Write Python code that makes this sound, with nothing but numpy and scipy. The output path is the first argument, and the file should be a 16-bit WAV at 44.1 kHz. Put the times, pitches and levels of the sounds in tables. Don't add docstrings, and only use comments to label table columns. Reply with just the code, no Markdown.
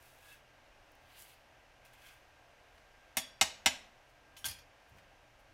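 import sys
import numpy as np
from scipy import signal
from scipy.fft import rfft, irfft, next_fast_len
from scipy.io import wavfile
from scipy.ndimage import uniform_filter1d, map_coordinates

SR = 44100
rng = np.random.default_rng(int(sys.argv[2]) if len(sys.argv) > 2 else 0)


def wav_out(sig):
    wavfile.write(sys.argv[1], SR, np.round(np.clip(np.atleast_2d(sig).T, -1, 1) * 32767).astype(np.int16))


def makeup_ratio(level_db):
    decades = np.asarray(level_db, float) / 20
    return 10 ** decades


N = 243873


def unit(x):
    return x / np.sqrt(np.mean(x ** 2) + 1e-20)


def along(points, hz):
    f, value = np.transpose(points)
    return np.interp(np.log(hz + 1), np.log(f + 1), value)


def wobble(rate):
    knots = rng.standard_normal(int(N * rate / SR) + 4)
    return map_coordinates(knots, [np.arange(N) * rate / SR])


def filtered(x, response):
    m = next_fast_len(len(x) + 8192)
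    return irfft(rfft(x, m) * response(np.fft.rfftfreq(m, 1 / SR)), m)[:len(x)]


def coloured(x, spectrum):
    return unit(filtered(x, lambda hz: makeup_ratio(along(spectrum, hz))))


def resonances(peaks):
    def response(f):
        total = 0
        for k, (centre, width, db) in enumerate(peaks):
            loss = 1j * f * width
            total = total + (-1) ** k * makeup_ratio(db) * loss / (centre * centre - f * f + loss)
        return total
    return response


def swell(peak_s, db, rise_s, fall_s):
    t = np.arange(N) / SR - peak_s
    distance = np.where(t < 0, -t / rise_s, t / fall_s)
    return makeup_ratio(db - 27 * distance ** 1.3)


def ring(pitches_hz, modes, t, scatter_db, split):
    db, t60 = np.transpose(modes)[:, :, None]
    chance = rng.standard_normal((3, *db.shape))
    decay = np.exp(-np.log(1000) * t / np.clip(t60, .01, .6))
    level = makeup_ratio(db + scatter_db * chance[0]) * decay
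    phase = (2 * np.pi * np.c_[pitches_hz] * t).astype(np.float32)
    twin = (phase * (1 + split * chance[1]) + np.pi * chance[2]).astype(np.float32)
    return (level * (np.sin(phase) + 0.59 * np.sin(twin))).sum(axis=0) / np.sqrt(len(modes))


# f/Hz, t60/s
ROOM = [(200, 0.58), (1000, 0.32), (3000, 0.39), (7000, 0.34), (14000, 0.2)]


def tail():
    hz, t, z = signal.stft(rng.standard_normal(SR // 2), SR, nperseg=256)
    fading = z * makeup_ratio(-60 * t / along(ROOM, hz)[:, None])
    x = signal.istft(fading, SR, nperseg=256)[1]
    return x / np.linalg.norm(x)


# f/Hz, level/dB per Hz
AIR = [(240, -53), (400, -12), (545, -2.5), (755, -2), (1130, -8.5), (1650, -8), (2840, -10), (3420, -16),
       (4500, -19.5), (6000, -20), (7500, -27), (11000, -31), (14600, -33), (16000, -42)]
# f/Hz, level/dB per Hz
SWAY = [(8, -33.5), (16, 2.5), (30, -2), (44, 4.5), (56, -9), (75, -40.5), (200, -120)]
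# f/Hz, level/dB per Hz
DRONE = [(35, -35.5), (60, -5), (80, 1.5), (100, -8), (121, 0.5), (140, -6), (165, -15), (250, -10.5),
         (305, -7), (335, -11), (380, -11), (450, -25.5), (580, -40.5), (990, -120)]
# t/s, level/dB, rise/s, fall/s
WHINE_SWELL = (3.5, -82, 3.7, 1.5)


def background():
    air = makeup_ratio(-63.5 + 0.34 * wobble(2.2)) * coloured(rng.standard_normal(N), AIR)
    sway = makeup_ratio(-72.5 + 1.2 * wobble(2.2)) * coloured(rng.standard_normal(N), SWAY)
    drone = makeup_ratio(-71.5 + 0.88 * wobble(4.6)) * coloured(rng.standard_normal(N), DRONE)
    phase = 2 * np.pi * np.cumsum(1595 + 0.74 * wobble(13)) / SR
    whine = (makeup_ratio(-77) + swell(*WHINE_SWELL)) * makeup_ratio(2.1 * wobble(10))
    return air + sway + drone + np.sqrt(2) * whine * np.sin(phase)


def far_rooms():
    late_db, t60 = -38.5, 0.73
    t = np.arange(N) / SR
    level = sum(makeup_ratio(db + late_db - 60 * np.abs(t - s) / t60) * (t > s) for s, db, *_ in KNOCKS)
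    return level * coloured(rng.standard_normal(N), AIR)


# t/s, level/dB, rise/s, fall/s
SHAKES = [
    (4.48, -53, 0.058, 0.16),
    (4.95, -58.5, 0.085, 0.14),
    (5.06, -65, 0.065, .04),
]


def shakes():
    shaking = unit(filtered(rng.standard_normal(N), resonances([(77.6, 26, 0)])))
    return sum(swell(*shake) for shake in SHAKES) * shaking


TABLE_HZ = [73, 131, 212, 249.5, 350]
# level/dB, t60/s
TABLE = [(-5, 0.15), (-10.5, 0.14), (-0.5, 0.076), (0, .09), (-11, .07)]
# t/s, peak level/dB
THUDS = [
    (3.171, -41.5),
    (3.414, -38),
    (3.662, -37.5),
    (4.445, -53.5),
    (4.986, -73),
]


def thuds():
    out, t = np.zeros(N + SR), np.arange(SR // 2) / SR
    for s, db in THUDS:
        boom = (1 - np.exp(-t / 0.0039)) * ring(TABLE_HZ, TABLE, t, scatter_db=0.9, split=0.033)
        out[round(s * SR):][:len(t)] += makeup_ratio(db + 7.5) * boom
    return out[:N] + makeup_ratio(-14.0) * signal.fftconvolve(out, tail())[:N]


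# t/s, peak level/dB, centre f/Hz, t60/s
TICKS = [(.918, -56, 13100, .015), (.952, -58, 12500, .02), (1.853, -59, 4500, 0.035),
         (1.885, -60, 4500, 0.022), (1.934, -58, 10000, 0.033), (2.068, -53, 12000, .03),
         (2.780, -53, 2500, 0.022), (4.3663, -47.5, 3300, .12), (4.456, -46.5, 1000, 0.26),
         (4.896, -56, 13500, 0.0073), (4.984, -51.5, 1860, 0.075), (5.39, -69, 6560, .02)]


def ticks():
    out, t = np.zeros(N + SR), np.arange(SR // 8) / SR
    for s, db, centre_hz, t60 in TICKS:
        body = resonances([(centre_hz, .45 * centre_hz, 0)])
        puff = unit(filtered(rng.standard_normal(len(t)), body))
        out[round(s * SR):][:len(t)] += makeup_ratio(db - 5.0 - 60 * t / t60) * puff
    return out[:N]


# f/Hz, level/dB per Hz
CRACK = [(150, -38.5), (330, -18), (500, -22.5), (800, -7), (1100, -6), (1400, -9.5), (1850, 2.5),
         (2800, -1), (4400, -1.5), (6500, -8.5), (8700, -13), (11000, -15.5), (15800, -22), (16900, -50)]


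def crack(t, t60):
    burst = rng.standard_normal(len(t)) * makeup_ratio(-60 * t / t60)
    uneven = np.sqrt(uniform_filter1d(np.abs(rfft(burst)) ** 2, size=70))
    even = irfft(rfft(burst) / uneven, len(t))
    return 0.086 * coloured(even, CRACK) * (t < 4 * t60)


GLASS_HZ = [651, 762, 945, 1225, 1636, 1867, 2090, 2394, 2856, 3024, 3208, 3715, 4065, 4170, 4341, 4512,
            4680, 5055, 5403, 5790, 5897, 6598, 6970, 7210, 7766, 8487, 8607, 9970]
# level/dB, t60/s
GLASS = [(1, 0.09), (-7, 0.07), (-6.5, 0.06), (-7, 0.09), (0, 0.058), (-9, 0.18), (-13, 0.044),
         (-25.5, 0.045), (-2.5, 0.047), (-8, .07), (-9, .07), (-14, 0.047), (-8, .07), (-5.5, 0.06),
         (-2.5, 0.087), (0.5, .07), (-4.5, 0.074), (-9, .07), (-1.5, .07), (-6, .07), (3, 0.068),
         (-12, 0.08), (2, .07), (-17, .07), (3, .06), (-8, 0.082), (-1, .05), (-14.5, .04)]
BLADE_HZ = [1582, 2395, 3194, 3350, 3458, 3702, 4116, 4370, 4695, 5006, 5532, 5785, 6388, 6530, 7332, 7660,
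            7862, 8245, 8660, 9258, 9720, 10675, 11265, 11880, 12513, 13260, 15070]
# delay t/s, level/dB
WALLS = [(.0028, -2), (.0052, -4), (.0105, -7), (.0128, -8), (.019, -13), (.026, -16)]


def contacts(events, blade, glass_db, crack_t60, swell_s, wet_db, alike, lowest_hz, size):
    out, t = np.zeros(N + 2 * SR), np.arange(size) / SR
    spot = crack(t, crack_t60)
    for s, db, treble_db, blade_db, struck_hz in events:
        slab_db = glass_db + min(db + 28, 0)
        snap = alike * spot + np.sqrt(1 - alike ** 2) * crack(t, crack_t60)
        slab = makeup_ratio(slab_db) * ring(GLASS_HZ, GLASS, t, scatter_db=2.5, split=0.014)
        near = (1 - np.exp(-t / swell_s)) * (snap + slab)
        treble = (1 - np.exp(-t / .0003)) * np.diff(snap, n=2, prepend=[0, 0])
        near = near + makeup_ratio(treble_db + 8.5) * treble
        echoes = sum(makeup_ratio(level) * np.roll(near, round(lag * SR)) for lag, level in WALLS)
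        favour_db = 11 * np.exp(-(np.log(np.array(BLADE_HZ) / struck_hz) / 0.11) ** 2)
        favoured = blade + np.outer(favour_db, [1, 0])
        near = near + makeup_ratio(blade_db) * ring(BLADE_HZ, favoured, t, scatter_db=0.0, split=.009)
        heard = near + filtered(echoes, lambda hz: 1 / (1 + 1j * hz / 6000))
        heard = heard + makeup_ratio(wet_db) * signal.fftconvolve(near + 0.5 * snap, tail())[:len(t)]
        heard = signal.lfilter(*signal.butter(2, lowest_hz, "high", fs=SR), heard)
        out[round((s - .0004) * SR):][:len(t)] += makeup_ratio(db - 3.5) * heard
    return out[:N]


# level/dB, t60/s
LYING = [(4, 0.059), (-10, 0.56), (-4, 0.11), (3, 0.059), (-3.5, 0.12), (-25, .25), (-25, .2), (-4, 0.16),
         (-3.5, 0.16), (-4.5, 0.18), (-4, 0.16), (-1, 0.098), (-20, 0.18), (2, 0.083), (-6, .15), (-19, .2),
         (-22, 0.19), (-27, 0.16), (-24, .1), (-11, 0.18), (-3, 0.097), (-9, .13), (-8, 0.096), (0, .1),
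         (-1, .1), (-17, .1), (-14, .07)]
# t/s, peak level/dB, treble level/dB, blade ring level/dB, favoured f/Hz
RATTLE = [(4.444, -29.5, -21, -3.5, 3330), (4.4555, -32.5, -4, 6.5, 9800), (4.463, -29, 0, -19, 5500),
          (4.485, -38, 0.5, 0.5, 4900), (4.495, -38.5, -3, -20, 9700), (4.512, -40, -3, -10, 5420),
          (4.545, -71, -18, 1.5, 7800), (4.568, -70, -18, -2, 4730), (4.588, -52, -15, 1, 5100)]


def rattle():
    rocking = contacts(RATTLE, LYING, glass_db=-5.5, crack_t60=0.016, swell_s=0.001, wet_db=-7,
                       alike=0.074, lowest_hz=794, size=SR // 4)
    rest_s, damping_db_per_s = 4.62, 300
    resting_s = np.clip(np.arange(N) / SR - rest_s, 0, 1)
    return rocking * makeup_ratio(-damping_db_per_s * resting_s)


# level/dB, t60/s
HELD = [(-24.5, .2), (-14, .4), (-14, 0.17), (-12, 0.36), (-13.5, 0.36), (-7.5, 0.15), (-18, 0.36),
        (-19.5, 0.28), (-8, 0.5), (-9, .22), (-10, 0.5), (-8, .25), (-16, .25), (3.5, .15), (-7.5, .22),
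        (-12, .15), (-9, 0.1), (-12, .2), (-2, .08), (7.5, 0.11), (-13.5, 0.14), (-0.5, .15), (-1.5, 0.14),
        (-14.5, .1), (-10.5, .09), (1, 0.13), (-10, .07)]
# t/s, peak level/dB, treble level/dB, blade ring level/dB, favoured f/Hz
KNOCKS = [
    (3.170, -21, -6, -3, 3440),
    (3.4119, -11.5, -36.5, -18, 6800),
    (3.660, -11.5, -34, -30.5, 6870),
]


def knocks():
    return contacts(KNOCKS, HELD, glass_db=-3.5, crack_t60=0.022, swell_s=0.00096, wet_db=-12,
                    alike=0.89, lowest_hz=253, size=SR // 2)


def grit(spread_db):
    return unit(rng.standard_normal(N) * makeup_ratio(spread_db * rng.exponential(size=N)))


# t/s, hiss level/dB, rise/s, fall/s, blade song level/dB above the hiss
STROKES = [
    [(.05, -62.5, 0.22, 0.28, -5), (.325, -59, 0.25, 0.1, 3.5)],
    [(1.17, -62.5, 0.21, 0.29, 4), (1.194, -53.5, 0.04, 0.15, -34), (1.33, -69, 0.16, 0.08, 4)],
    [(1.854, -62.5, 0.013, 0.076, 4), (1.94, -65, 0.017, 0.034, 4), (2.074, -61, 0.18, 0.19, 6)],
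    [(4.373, -55.5, 0.0081, 0.12, 2.5)],
]
# f/Hz, width/Hz, level/dB
SONGS = [
    [(1652, 45, 3), (2640, 28, 6), (3360, 35, -4), (3890, 35, -5)],
    [(1900, 500, -8), (3000, 400, -9), (4860, 600, -12)],
    [(1590, 70, -1), (2100, 60, -2), (2540, 60, -7), (3560, 110, -8)],
    [(3024, 90, -7), (3380, 90, -8), (5515, 30, 0), (6700, 60, -5), (8200, 80, -8), (10573, 45, 1)],
]
# f/Hz, level/dB per Hz
POWDER = [(1760, -6), (3000, -13), (4450, -5), (4800, -2), (5320, -3), (11500, 1), (15600, -1)]
# t/s, hiss level/dB, rise/s, fall/s
BRUSHES = [(2.76, -75, .08, .1), (4.1, -74, .04, .04), (4.894, -75, 0.059, .08), (4.974, -72, 0.055, .03),
           (5.396, -71, .006, .06)]


def strokes():
    pushes = [push[:4] for stroke in STROKES for push in stroke] + BRUSHES
    pressure = sum(swell(*push) for push in pushes) * makeup_ratio(1.2 * wobble(44))
    sound = pressure * coloured(grit(spread_db=2.5), POWDER)
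    for stroke, song in zip(STROKES, SONGS):
        broad = song + [(2660, 1730, -10.5)]
        level = sum(swell(*push[:4]) * makeup_ratio(push[4]) for push in stroke)
        level = level * makeup_ratio(0.66 * wobble(30.26))
        sound = sound + level * unit(filtered(grit(spread_db=2.5), resonances(broad)))
    return makeup_ratio(-3.15) * sound


def scene():
    room = background() + far_rooms()
    table = shakes() + thuds()
    scraper = ticks() + rattle() + knocks() + strokes()
    return (room + table + scraper)[None]


def top_cut(x):
    return signal.sosfilt(signal.butter(12, 17010, fs=SR, output="sos"), x)


# f/Hz, level/dB
EDGE = [(15000, -1), (15700, -4), (15900, -8.5), (16900, -22.5), (17150, -68)]


def record(dry):
    limited = filtered(dry[0], lambda hz: makeup_ratio(along(EDGE, hz)))
    return top_cut(limited[None])


dry = scene()
out = record(dry)
wav_out(out)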